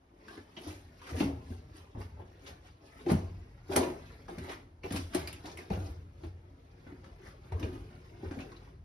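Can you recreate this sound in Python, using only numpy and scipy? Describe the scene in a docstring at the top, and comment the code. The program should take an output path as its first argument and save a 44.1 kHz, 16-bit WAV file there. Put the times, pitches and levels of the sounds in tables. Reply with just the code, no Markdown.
"""A narrow tunnel floored with loose rock: someone walks through it with uneven steps, close to a two-port microphone.
Each boot is a burst of noise tuned to a thud, with a harder slap and an 82 Hz thump; scuffs are clouds of tiny rings.
Big rocks clunk on one low note and a weak overtone, small stones crack and ring in two modes, hollow echoes sink in pitch.
Random echoes from close walls thicken each contact, and low resonances boom over rumble and a faint steady hush."""
import sys
import numpy as np
from scipy import signal
from scipy.fft import rfft, irfft, next_fast_len
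from scipy.io import wavfile
from scipy.ndimage import uniform_filter1d

SR = 44100
rng = np.random.default_rng(int(sys.argv[2]) if len(sys.argv) > 2 else 0)


def digitize_waveform(pressure):
    """Quantize a signal to 16-bit integers and store it at the path in sys.argv[1].

    Rows of a 2-D input are taken as channels; values are limited to [-1, 1].
    """
    field = np.atleast_2d(pressure).T
    bounded = np.clip(field, -1, 1)
    quanta = np.round(bounded * 32767).astype(np.int16)
    wavfile.write(sys.argv[1], SR, quanta)


N = 389844

# boots landing and taking weight; thump and slap are set relative to the level of the landing:
# start_s, level_db, thump_db, slap_db, pitch_hz
LANDINGS = [(0.376, -41, -13, -18, 270), (0.571, -43.5, -16, -2, 336), (0.664, -40, -3, -8, 310),
            (1.118, -39, 4.5, -22, 260), (1.142, -38, -10, -3, 480), (1.204, -26.5, -8, -8, 271.6),
            (1.227, -28, -8, -13, 200), (1.293, -39, -3, -6, 480), (1.504, -38, -1, -30, 257),
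            (1.948, -47.5, 9, 0, 273), (1.973, -42, 4, -16, 230), (2.194, -48, -17, 0, 345),
            (2.512, -47, -3, -22, 260), (3.063, -32, -22, -5, 320), (3.094, -26, -9, -7, 230),
            (3.117, -26.5, -2.5, -14, 219), (3.232, -40, 3, -16, 140), (3.698, -39, -2, -17, 383),
            (3.762, -22, -13, -1.5, 382), (4.284, -44, -19, 4, 407), (4.377, -40, -1, -18, 260),
            (4.496, -39, -16, -6.5, 383), (4.84, -42, -6, -8, 322), (4.909, -35, -6, -6, 286),
            (4.939, -32, -6, -14, 312), (5.151, -32, -10, -2, 310), (5.443, -42.5, -6, -0.5, 288),
            (5.702, -31.5, -1, -3, 455), (5.774, -36, 3, -24, 175), (6.235, -42, 2, -5, 318),
            (6.865, -45, -7, -16, 280), (6.922, -44, -12, -18, 270), (7.519, -38.5, 8.5, 1.5, 438),
            (7.628, -39, 5, -15, 290), (8.23, -38, 0, -12, 300), (8.31, -42, -11, -6, 272),
            (8.369, -40, -8, -20, 275)]
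# treble of cracking stone edges and breaking chips: frequency_hz, gain_db
EDGE_SPECTRUM = [(3000, -40), (5500, -6), (7000, 1), (8800, 7.5), (10300, 2), (12500, 1), (15500, -17)]


def amp(db):
    """Decibels to gain."""
    return 10 ** (np.asarray(db) / 20)


def unit(x):
    """x at rms 1."""
    return x / np.sqrt(np.mean(x ** 2) + 1e-20)


def crest(pair):
    """A mid-side pair scaled so that the loudest 5 ms of its mid have rms 1."""
    return pair / np.sqrt(uniform_filter1d(pair[0] ** 2, size=220).max())


def along(points, hz):
    """Values at hz from (frequency, value) points, interpolated on a log axis."""
    f, v = np.transpose(points)
    return np.interp(np.log(hz + 1), np.log(f + 1), v)


def curve(points):
    """One value per sample from (time, value) points."""
    s, value = np.transpose(points)
    return np.interp(np.arange(N) / SR, s, value)


def filtered(x, response):
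    """x times a complex response of frequency."""
    n = x.shape[-1]
    padded = next_fast_len(n + SR // 4)
    return irfft(rfft(x, padded) * response(np.fft.rfftfreq(padded, 1 / SR)), padded)[..., :n]


def coloured(x, spectrum, size=4096):
    """x through a causal minimum-phase filter with the given spectrum."""
    gain = amp(along(spectrum, np.fft.rfftfreq(size, 1 / SR)))
    cepstrum = irfft(np.log(gain))
    # folding the cepstrum forward in time makes the phase minimal
    cepstrum[1:size // 2] *= 2
    cepstrum[size // 2:] = 0
    kernel = irfft(np.exp(rfft(cepstrum)))
    kernel = kernel.reshape((1,) * (x.ndim - 1) + (size,))
    return signal.fftconvolve(x, kernel, axes=-1)[..., :x.shape[-1]]


def focused(x, hz, width, skirt_db):
    """x with a broad resonance at hz that falls to the skirt level within the relative width."""
    return coloured(x, [(hz / (1 + width), skirt_db), (hz, 0), (hz * (1 + width), skirt_db)])


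def swells(events, size=44):
    """Gain per sample of overlapping (s, dB, rise s, fall s) swells; rise and fall each span 20 dB."""
    t = np.arange(0, N, size) / SR
    power = 0
    for s, db, rise, fall in events:
        slope = np.minimum((t - s) / rise, (s - t) / fall)
        power = power + amp(db + 20 * slope) ** 2
    return np.interp(np.arange(N) / SR, t, np.sqrt(power))


def add(track, s, sound):
    """Mix a sound into the track from time s on."""
    start = max(0, round(s * SR))
    part = sound[:, :max(0, N - start)]
    track[:, start:start + part.shape[1]] += part


def walls(sound, direct, near_t60, far_t60, far_db):
    """Mid and side of one spot: direct path in the middle, a rush of close-wall echoes, the tail down the tunnel."""
    t = np.arange(SR // 2) / SR
    decay = amp(-60 * t / near_t60) + amp(far_db - 60 * t / far_t60)
    echoes = rng.standard_normal((2, len(t))) * decay / np.linalg.norm(decay)
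    echoes[0, 0] = direct
    return signal.oaconvolve(sound[None], echoes, axes=1)


def along_the_way(x, direct, near_t60, far_t60, far_db, size=4410):
    """Each tenth of a second gets wall echoes of its own, as the patch of ground shifts."""
    out = np.zeros((2, N))
    for start in range(0, N, size):
        patch = x[start:start + size]
        add(out, start / SR, walls(patch, direct, near_t60, far_t60, far_db))
    return out


def grains(rate, low_hz, high_hz, cycles, spread_db, size):
    """Tiny contacts at random, rate per second, each a ring of its own pitch and strength that decays over a few cycles."""
    when, pitch, strength = rng.random((int(rate * N / SR), 3)).T
    hz = low_hz * (high_hz / low_hz) ** pitch
    gain = hz * amp(-spread_db * np.log(np.maximum(strength, 1 / 100)))
    turns = hz[:, None] * np.arange(size) / SR
    rings = gain[:, None] * np.sin(2 * np.pi * turns) * np.exp(-turns / cycles)
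    index = (when * N).astype(int)[:, None] + np.arange(size)
    return np.bincount(index.ravel(), rings.ravel(), N)[:N]


def boom():
    """Gain of the low rumble: a slow background level, plus a swell that peaks just after each thump and rolls away."""
    # background rumble: time_s, level_db
    background = [(0, -72), (0.4, -62.5), (2.9, -59), (4.1, -52), (4.7, -60.5), (5.4, -53), (6.6, -59.5),
                  (7, -51.5), (8.84, -52.5)]
    linger_db, rise_s, fall_s = -17.5, .15, .7  # level relative to the thump
    after = swells([(s + rise_s, db + thump_db + linger_db, rise_s, fall_s)
                    for s, db, thump_db, *_ in LANDINGS])
    return np.hypot(after, amp(curve(background)))


def tunnel_air(boom_db=-4, floor_db=-68):
    """Low rumble, shaped noise, rolls along the tunnel around the steps over a faint steady hush."""
    # low rumble: frequency_hz, gain_db
    rumble_spectrum = [(25, -32), (45, 1), (65, -4.5), (90, -11.5), (130, -7.5), (200, -23.5), (500, -71.5)]
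    # hush of the air: frequency_hz, gain_db
    hush_spectrum = [(20, -11.5), (55, 7.5), (150, -12.5), (350, -7), (700, -16.5), (2000, -24),
                     (5000, -31.5), (10000, -35.5), (15000, -44)]
    rumble = unit(coloured(rng.standard_normal((2, N)), rumble_spectrum))
    hush = unit(coloured(rng.standard_normal((2, N)), hush_spectrum))
    return amp(boom_db) * boom() * rumble + amp(floor_db) * hush


def sinking_echoes(rough=.5, size=700):
    """The tunnel returns higher notes sooner than low ones, so its uneven answer slides down in pitch."""
    # hollow echoes after a landing: start_s, level_db
    answers = [(7.535, -46.5), (7.63, -43), (8.24, -50), (8.45, -52.5)]
    start_hz, end_hz, sink_s, rise_s, t60_s = 495, 295, .065, .015, .45  # sink and rise are time constants
    out, t = np.zeros((2, N)), np.arange(SR // 2) / SR
    hz = end_hz + (start_hz - end_hz) * np.exp(-t / sink_s)
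    phase = 2 * np.pi * np.cumsum(hz) / SR
    swell = (1 - np.exp(-t / rise_s)) * amp(-60 * t / t60_s)
    for s, db in answers:
        # slow random drift of both quadratures makes the note uneven
        drift = uniform_filter1d(rng.standard_normal((2, len(t))), size=size)
        a, b = rough * unit(drift)
        tone = swell * ((1 + a) * np.sin(phase) + b * np.cos(phase))
        echo = walls(tone, direct=1.5, near_t60=.08, far_t60=.3, far_db=-14)
        add(out, s, amp(db) * crest(echo))
    return out


def stones(body_db=-5, edge_db=-3, crack_t60=0.0086, grinding=0.52, seating=.05, dulling=.35):
    """Stones ring briefly in two modes; sharp edges crack at once, blunt faces seat slowly, grind longer, sound duller."""
    # stones knocking together; edge is the treble relative to the level, ring is how far the pitch stands out:
    # start_s, level_db, edge_db, pitch_hz, ring_db
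    knocks = [(0.2805, -44, -19, 1480, 12), (0.3696, -50, -24, 1630, 10), (0.5645, -42, -35, 2900, 8),
              (0.617, -54, -3, 2900, 4), (1.015, -48.5, -20, 1020, 11), (1.066, -49.5, -24, 1300, 7),
              (1.0894, -45, -20, 1300, 13), (1.164, -47, -16, 2300, 3), (1.2005, -33.5, -28, 2730, 6),
              (1.227, -43, -28, 2900, 7), (2.4623, -47, -32, 3600, 3), (3.061, -47, -24, 1900, 4),
              (3.086, -42, -25, 2080, 4), (3.101, -37, -24, 1050, 10), (3.1176, -42.5, 3, 1920, 4),
              (3.7215, -39.5, -14, 2400, 6), (3.7588, -29, -3, 2100, 6), (3.762, -23.5, 4.5, 2000, 2),
              (4.2805, -46, -24, 1100, 8), (4.3826, -44.5, -10, 2330, 5), (4.4934, -41, -17, 1950, 11),
              (4.5135, -41, -18, 1500, 6), (4.531, -44, -17, 1900, 6), (4.833, -41, -31, 2250, 8),
              (4.9048, -41, -21, 2000, 2), (4.922, -39.5, -2, 2100, 3), (4.9605, -35.5, -9, 5000, 6),
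              (4.969, -39, -10, 2600, 5), (5.134, -41, -20, 2000, 8), (5.147, -32.5, 0, 2350, 5),
              (5.193, -43, -8, 2300, 5), (5.2724, -36, -8, 4500, 10), (5.275, -40, -20, 2500, 13),
              (5.3277, -43.5, -1, 2670, 5), (5.456, -44, -13, 2900, 6), (5.5146, -48, -12, 4100, 4),
              (5.572, -42, -6, 2250, 17), (5.586, -45, -13, 1980, 17), (5.7, -43, -22, 2130, 5),
              (5.731, -46, -24, 2450, 10), (6.2342, -52.5, -21, 1870, 6), (6.865, -55, -36, 1600, 9),
              (7.04, -52.5, -22, 1300, 7), (7.5196, -47.5, -19, 1620, 7), (7.5956, -50, -6, 5040, 7),
              (7.6264, -40, -26, 2550, 7), (8.3089, -46.5, -24, 1250, 5), (8.3865, -46.5, -24, 2300, 8),
              (8.402, -46.5, -26, 2650, 9), (8.5162, -51.5, -22, 1100, 7), (8.5626, -54, -26.5, 4130, 8)]
    # body of a struck stone: frequency_hz, gain_db
    stone_spectrum = [(400, -25), (1000, 3.5), (2200, 2.5), (3500, 0.5), (5500, 0), (7500, -3.5),
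                      (10000, -12), (15000, -34)]
    overtone_ratio, overtone_share = 2.4, .3  # second mode: pitch over the first, share of its prominence
    out, t = np.zeros((2, N)), np.arange(SR // 25) / SR
    for s, db, bright_db, hz, ring_db in knocks:
        contact_t60 = crack_t60 * amp(-grinding * bright_db)
        onset = 1 - np.exp(-t / (seating * contact_t60))
        crack = rng.standard_normal(len(t)) * amp(-60 * t / contact_t60) * onset
        ring = focused(coloured(crack, stone_spectrum), hz, width=.4, skirt_db=-ring_db)
        ring = focused(ring, overtone_ratio * hz, width=.18, skirt_db=-overtone_share * ring_db)
        ring = coloured(ring, [(1.3 * hz, 0), (3 * hz, dulling * bright_db)])
        body = walls(ring, direct=0.62, near_t60=0.1, far_t60=0.33, far_db=-9)
        treble = coloured(crack, EDGE_SPECTRUM)
        edge = walls(treble, direct=.5, near_t60=.05, far_t60=0.16, far_db=-10)
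        add(out, s, amp(db + body_db) * crest(body) + amp(db + bright_db + edge_db) * crest(edge))
    return out


def rocks(direct=1.1, near_t60=.1, far_t60=.45, far_db=-13):
    """A big loose rock tips and clunks on its bed: one low, round note with a weak overtone that dies sooner."""
    # tipping rocks: start_s, level_db, pitch_hz, t60_s
    clunks = [(1.173, -36, 265, .06), (1.205, -22, 270, .035), (1.251, -30.5, 277, .13),
              (3.065, -29, 340, .07), (3.098, -26, 350, .03), (3.1155, -22, 215, .045),
              (3.131, -31, 138, .1), (3.697, -33.5, 383, .12), (3.7725, -25.5, 320, .03),
              (3.812, -30, 400, .07), (4.379, -41.5, 300, .07), (4.842, -38.5, 380, .11),
              (4.91, -38, 265, .06), (4.941, -29.5, 275, .03), (4.991, -37, 305, .06),
              (5.146, -35, 640, .04), (5.1495, -27.5, 330, .05), (5.586, -47, 350, .1),
              (5.7025, -33, 450, .045), (5.706, -31.5, 180, .05), (6.238, -45, 335, .11),
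              (7.626, -37, 295, .06), (8.23, -41, 380, .09), (8.311, -39, 275, .04), (8.372, -39, 262, .07)]
    rise_s, overtone_ratio, overtone_db = .003, 2.07, -14
    out, t = np.zeros((2, N)), np.arange(SR // 5) / SR
    for s, db, hz, t60 in clunks:
        fade, phase = amp(-60 * t / t60), 2 * np.pi * hz * t
        note = np.sin(phase) + amp(overtone_db) * fade * np.sin(overtone_ratio * phase)
        clunk = note * fade * (1 - np.exp(-t / rise_s))
        add(out, s, amp(db) * crest(walls(clunk, direct, near_t60, far_t60, far_db)))
    return out


def tread():
    """Low-mid, grit and sand levels in dB: scuffs build and settle, landings shove rubble, over a hush and light stirring."""
    # soles scuffing through loose ground, rise and fall each over 20 dB:
    # hardest_push_s, rubble_db, grit_db, sand_db, rise_s, fall_s
    scuffs = [(0.33, -45, -54, -54.5, .14, .13), (0.68, -42, -51.5, -48, 0.17, 0.17),
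              (1.095, -41, -46.5, -48.5, 0.13, 0.06), (1.2, -34, -42, -41, 0.11, 0.11),
              (1.265, -37, -58, -62, .03, .14), (1.52, -52.5, -64, -57, 0.22, 0.14),
              (1.77, -52, -56, -55, 0.08, 0.1), (2.008, -38.5, -51.5, -54, .06, .09),
              (2.205, -44.5, -61.5, -72, .07, .11), (2.475, -45, -52, -49, .06, 0.075),
              (2.66, -57, -59.5, -59.5, .07, .1), (2.85, -58, -60, -59.5, .04, .14),
              (3.01, -53, -54.5, -57.5, 0.22, .08), (3.104, -28, -42.5, -42.5, 0.0523, 0.1247),
              (3.728, -26, -42, -41, 0.045, 0.07), (3.768, -20.5, -33, -31.5, 0.014, .04),
              (3.815, -24, -40, -42, 0.0534, 0.125), (4.295, -38, -52.5, -53, .018, .1),
              (4.495, -39, -47.5, -50, 0.24, .13), (4.849, -33, -48, -48.5, 0.02, 0.07),
              (4.942, -35, -45, -38.5, .048, .12), (5.15, -31, -43, -40, 0.04, .14),
              (5.285, -45, -53, -52, .05, .15), (5.462, -38.5, -49, -48.5, .04, .11),
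              (5.59, -44.5, -51.5, -51.5, .03, 0.11), (5.715, -33, -52, -51, .01, 0.21),
              (5.86, -47, -56, -52, 0.14, 0.11), (6.25, -46, -59.5, -58.5, 0.1, 0.07),
              (6.91, -50, -62, -68, 0.2, 0.1), (7.05, -48, -62.5, -66, 0.05, 0.17),
              (7.265, -49.5, -52, -55, 0.09, 0.09), (7.445, -54, -61, -63, .04, .1),
              (7.635, -38, -53.5, -57, 0.16, .2), (7.73, -39.5, -58, -57, .04, .14),
              (8.25, -40.5, -54.5, -58, 0.07, 0.13), (8.335, -44, -54, -57, .04, .08),
              (8.395, -40.5, -54, -57.5, 0.05, .19)]
    # grit stirring lightly underfoot between the scuffs: time_s, level_db
    stirring = [(0, -83.5), (0.25, -70), (1, -66.5), (1.65, -68.5), (2.25, -68), (2.4, -64), (2.75, -74),
                (3.3, -65.5), (3.6, -68.5), (4.05, -58.5), (4.75, -81), (5.1, -60), (5.7, -62.5),
                (6.1, -72), (6.45, -74), (6.85, -67), (7.35, -69.5), (7.85, -62.5), (8.68, -64.5),
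                (8.84, -85)]
    shove_db, shove_rise_s, shove_fall_s = -14.5, .02, 0.11  # level relative to the landing
    stir_sand_db = -2.5  # relative to the stirring grit
    hush_mean_db, hush_follows = -55.5, 0.43  # low-mid hush of the tunnel: mean level, dB per dB of grit

    shoves = [(s + shove_rise_s, db + shove_db, shove_rise_s, shove_fall_s) for s, db, *_ in LANDINGS]
    roll = swells([(s, db, rise, fall) for s, db, _, _, rise, fall in scuffs] + shoves)
    grind = swells([(s, db, rise, fall) for s, _, db, _, rise, fall in scuffs])
    grate = swells([(s, db, rise, fall) for s, _, _, db, rise, fall in scuffs])
    stir_db = curve(stirring)
    low_mid_hush_db = hush_mean_db + hush_follows * (stir_db - stir_db.mean())
    low_mid = np.hypot(roll, amp(low_mid_hush_db))
    grind = np.hypot(grind, amp(stir_db))
    grate = np.hypot(grate, amp(stir_db + stir_sand_db))
    return 20 * np.log10([low_mid, grind, grate])


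def crunch(rubble_db=-7, grit_db=-5.5, sand_db=-7, sparkle_db=-6.5, brightening=0.26):
    """Rubble rolls dully over a low-mid hush, grit cracks and sand grates; harder grating brings up brighter chips."""
    # rolling rubble and low-mid hush: frequency_hz, gain_db
    rubble_spectrum = [(80, -20), (140, -12), (280, -1.5), (390, -3.5), (550, -10), (750, -12), (1100, -18),
                       (1900, -27.5), (4000, -63)]
    # cracking grit: frequency_hz, gain_db
    grit_spectrum = [(450, -25), (800, -1.5), (2200, 2), (3300, -8), (5200, -20), (10000, -35)]
    # grating sand: frequency_hz, gain_db
    sand_spectrum = [(1200, -28), (2800, -4.5), (3800, -3.5), (5200, -3), (7000, -9), (10000, -18),
                     (12500, -12.5), (15500, -27)]
    low_mid_db, grind_db, grate_db = tread()
    # the same dull grains serve the rolling rubble and the low-mid hush
    dull = grains(rate=700, low_hz=146.6, high_hz=2040, cycles=1.37, spread_db=1.7, size=400)
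    dull = unit(coloured(dull, rubble_spectrum))
    grit = grains(rate=800, low_hz=649, high_hz=4500, cycles=1.6, spread_db=1.9, size=240)
    grit = unit(coloured(grit, grit_spectrum))
    sand = grains(rate=900, low_hz=2200, high_hz=15000, cycles=1.6, spread_db=2.0, size=100)
    sand = unit(coloured(sand, sand_spectrum))
    chips = grains(rate=290, low_hz=5000, high_hz=14000, cycles=2, spread_db=1.5, size=48)
    chips = unit(coloured(chips, EDGE_SPECTRUM))
    hardness_db = brightening * (grate_db - grate_db.max())
    fine = amp(grate_db) * (amp(sand_db) * sand + amp(sparkle_db + hardness_db) * chips)
    coarse = amp(low_mid_db + rubble_db) * dull + amp(grind_db + grit_db) * grit
    return along_the_way(coarse + fine, direct=0.16, near_t60=0.089, far_t60=.45, far_db=-14.5)


def footfalls(thud_db=-3, slap_db=-6, thump_db=-4, settle_t60=0.013, slap_t60=0.024, push_s=0.0076):
    """A boot thuds on packed rubble and slaps on bare rock; its weight pushes a low thump into the tunnel."""
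    # thud of the boot: frequency_hz, gain_db
    sole_spectrum = [(70, -17), (130, -5), (175, -0.5), (280, -1), (385, -2.5), (500, -7), (800, -23.5),
                     (1800, -52.5)]
    # slap on bare rock: frequency_hz, gain_db
    slap_spectrum = [(250, -40.5), (450, -13), (650, 4.5), (850, 3), (1300, -22.5), (2200, -20),
                     (5000, -68)]
    out, t = np.zeros((2, N)), np.arange(SR // 14) / SR
    push = t * np.exp(-t / push_s) * np.cos(2 * np.pi * 82 * t)
    for s, db, low_db, hard_db, hz in LANDINGS:
        heel, sole = rng.standard_normal((2, len(t)))
        contact = coloured(heel * amp(-60 * t / settle_t60), sole_spectrum)
        contact = focused(contact, hz, width=0.26, skirt_db=-11.0)
        thud = walls(contact, direct=0.65, near_t60=.12, far_t60=0.62, far_db=-10.5)
        smack = coloured(sole * amp(-60 * t / slap_t60), slap_spectrum)
        slap = walls(smack, direct=0.18, near_t60=.08, far_t60=.5, far_db=-5)
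        thump = walls(push, direct=0.67, near_t60=0.17, far_t60=1.18, far_db=-5.0)
        blow = amp(thud_db) * crest(thud)
        blow = blow + amp(hard_db + slap_db) * crest(slap)
        blow = blow + amp(low_db + thump_db) * crest(thump)
        add(out, s, amp(db) * blow)
    return out


def resonances(f):
    """Standing waves between walls, floor and roof lift a few low notes."""
    # cross resonances added to the plain sound: frequency_hz, width_hz, gain_db
    modes = [(89, 19.7, 6.5), (160.6, 15, 1.5), (239, 2.7, -7), (275.2, 7.4, -7), (358.7, 5.7, -1.5),
             (667, 12, -16)]
    response = 1
    for hz, width, db in modes:
        response = response + amp(db) * 1j * f * width / (hz * hz - f * f + 1j * f * width)
    return response


def scene():
    """All sounds ring in the tunnel, then middle and side are coloured and spread to left and right."""
    # colour of the middle signal, a deep notch near 7.6 kHz and a falling top: frequency_hz, gain_db
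    mid_spectrum = [(5800, -1), (6800, -6.5), (7600, -35), (8800, -7), (10500, 1.5), (12700, -5.5),
                    (14000, -19)]
    # colour of the side signal: frequency_hz, gain_db
    side_spectrum = [(60, -37), (200, -20.5), (380, -13.5), (700, 0.5), (1200, 1), (2400, -0.5),
                     (5500, -3.5), (8500, 1), (9600, -6.5), (11000, -14.5), (13000, -2)]
    # share of the middle signal that favours the left: frequency_hz, gain_db
    lean_spectrum = [(100, -28.5), (250, -23.5), (600, -7.5), (1200, -11), (2500, -23.5), (4500, -39.5)]
    layers = tunnel_air() + sinking_echoes() + stones() + rocks() + crunch() + footfalls()
    centre, spread = filtered(layers, resonances)
    mid = coloured(centre, mid_spectrum)
    side = coloured(spread, side_spectrum) + coloured(centre, lean_spectrum)
    return np.array([mid + side, mid - side])


def record(dry):
    """The microphone chain rolls off below 32 Hz and cuts steeply above 15.8 kHz."""
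    highpass = signal.butter(2, 32, "highpass", fs=SR, output="sos")
    highpassed = signal.sosfilt(highpass, dry)
    return filtered(highpassed, lambda hz: 1 / np.sqrt(1 + (hz / 15800) ** 160))


dry = scene()
out = record(dry)
digitize_waveform(out)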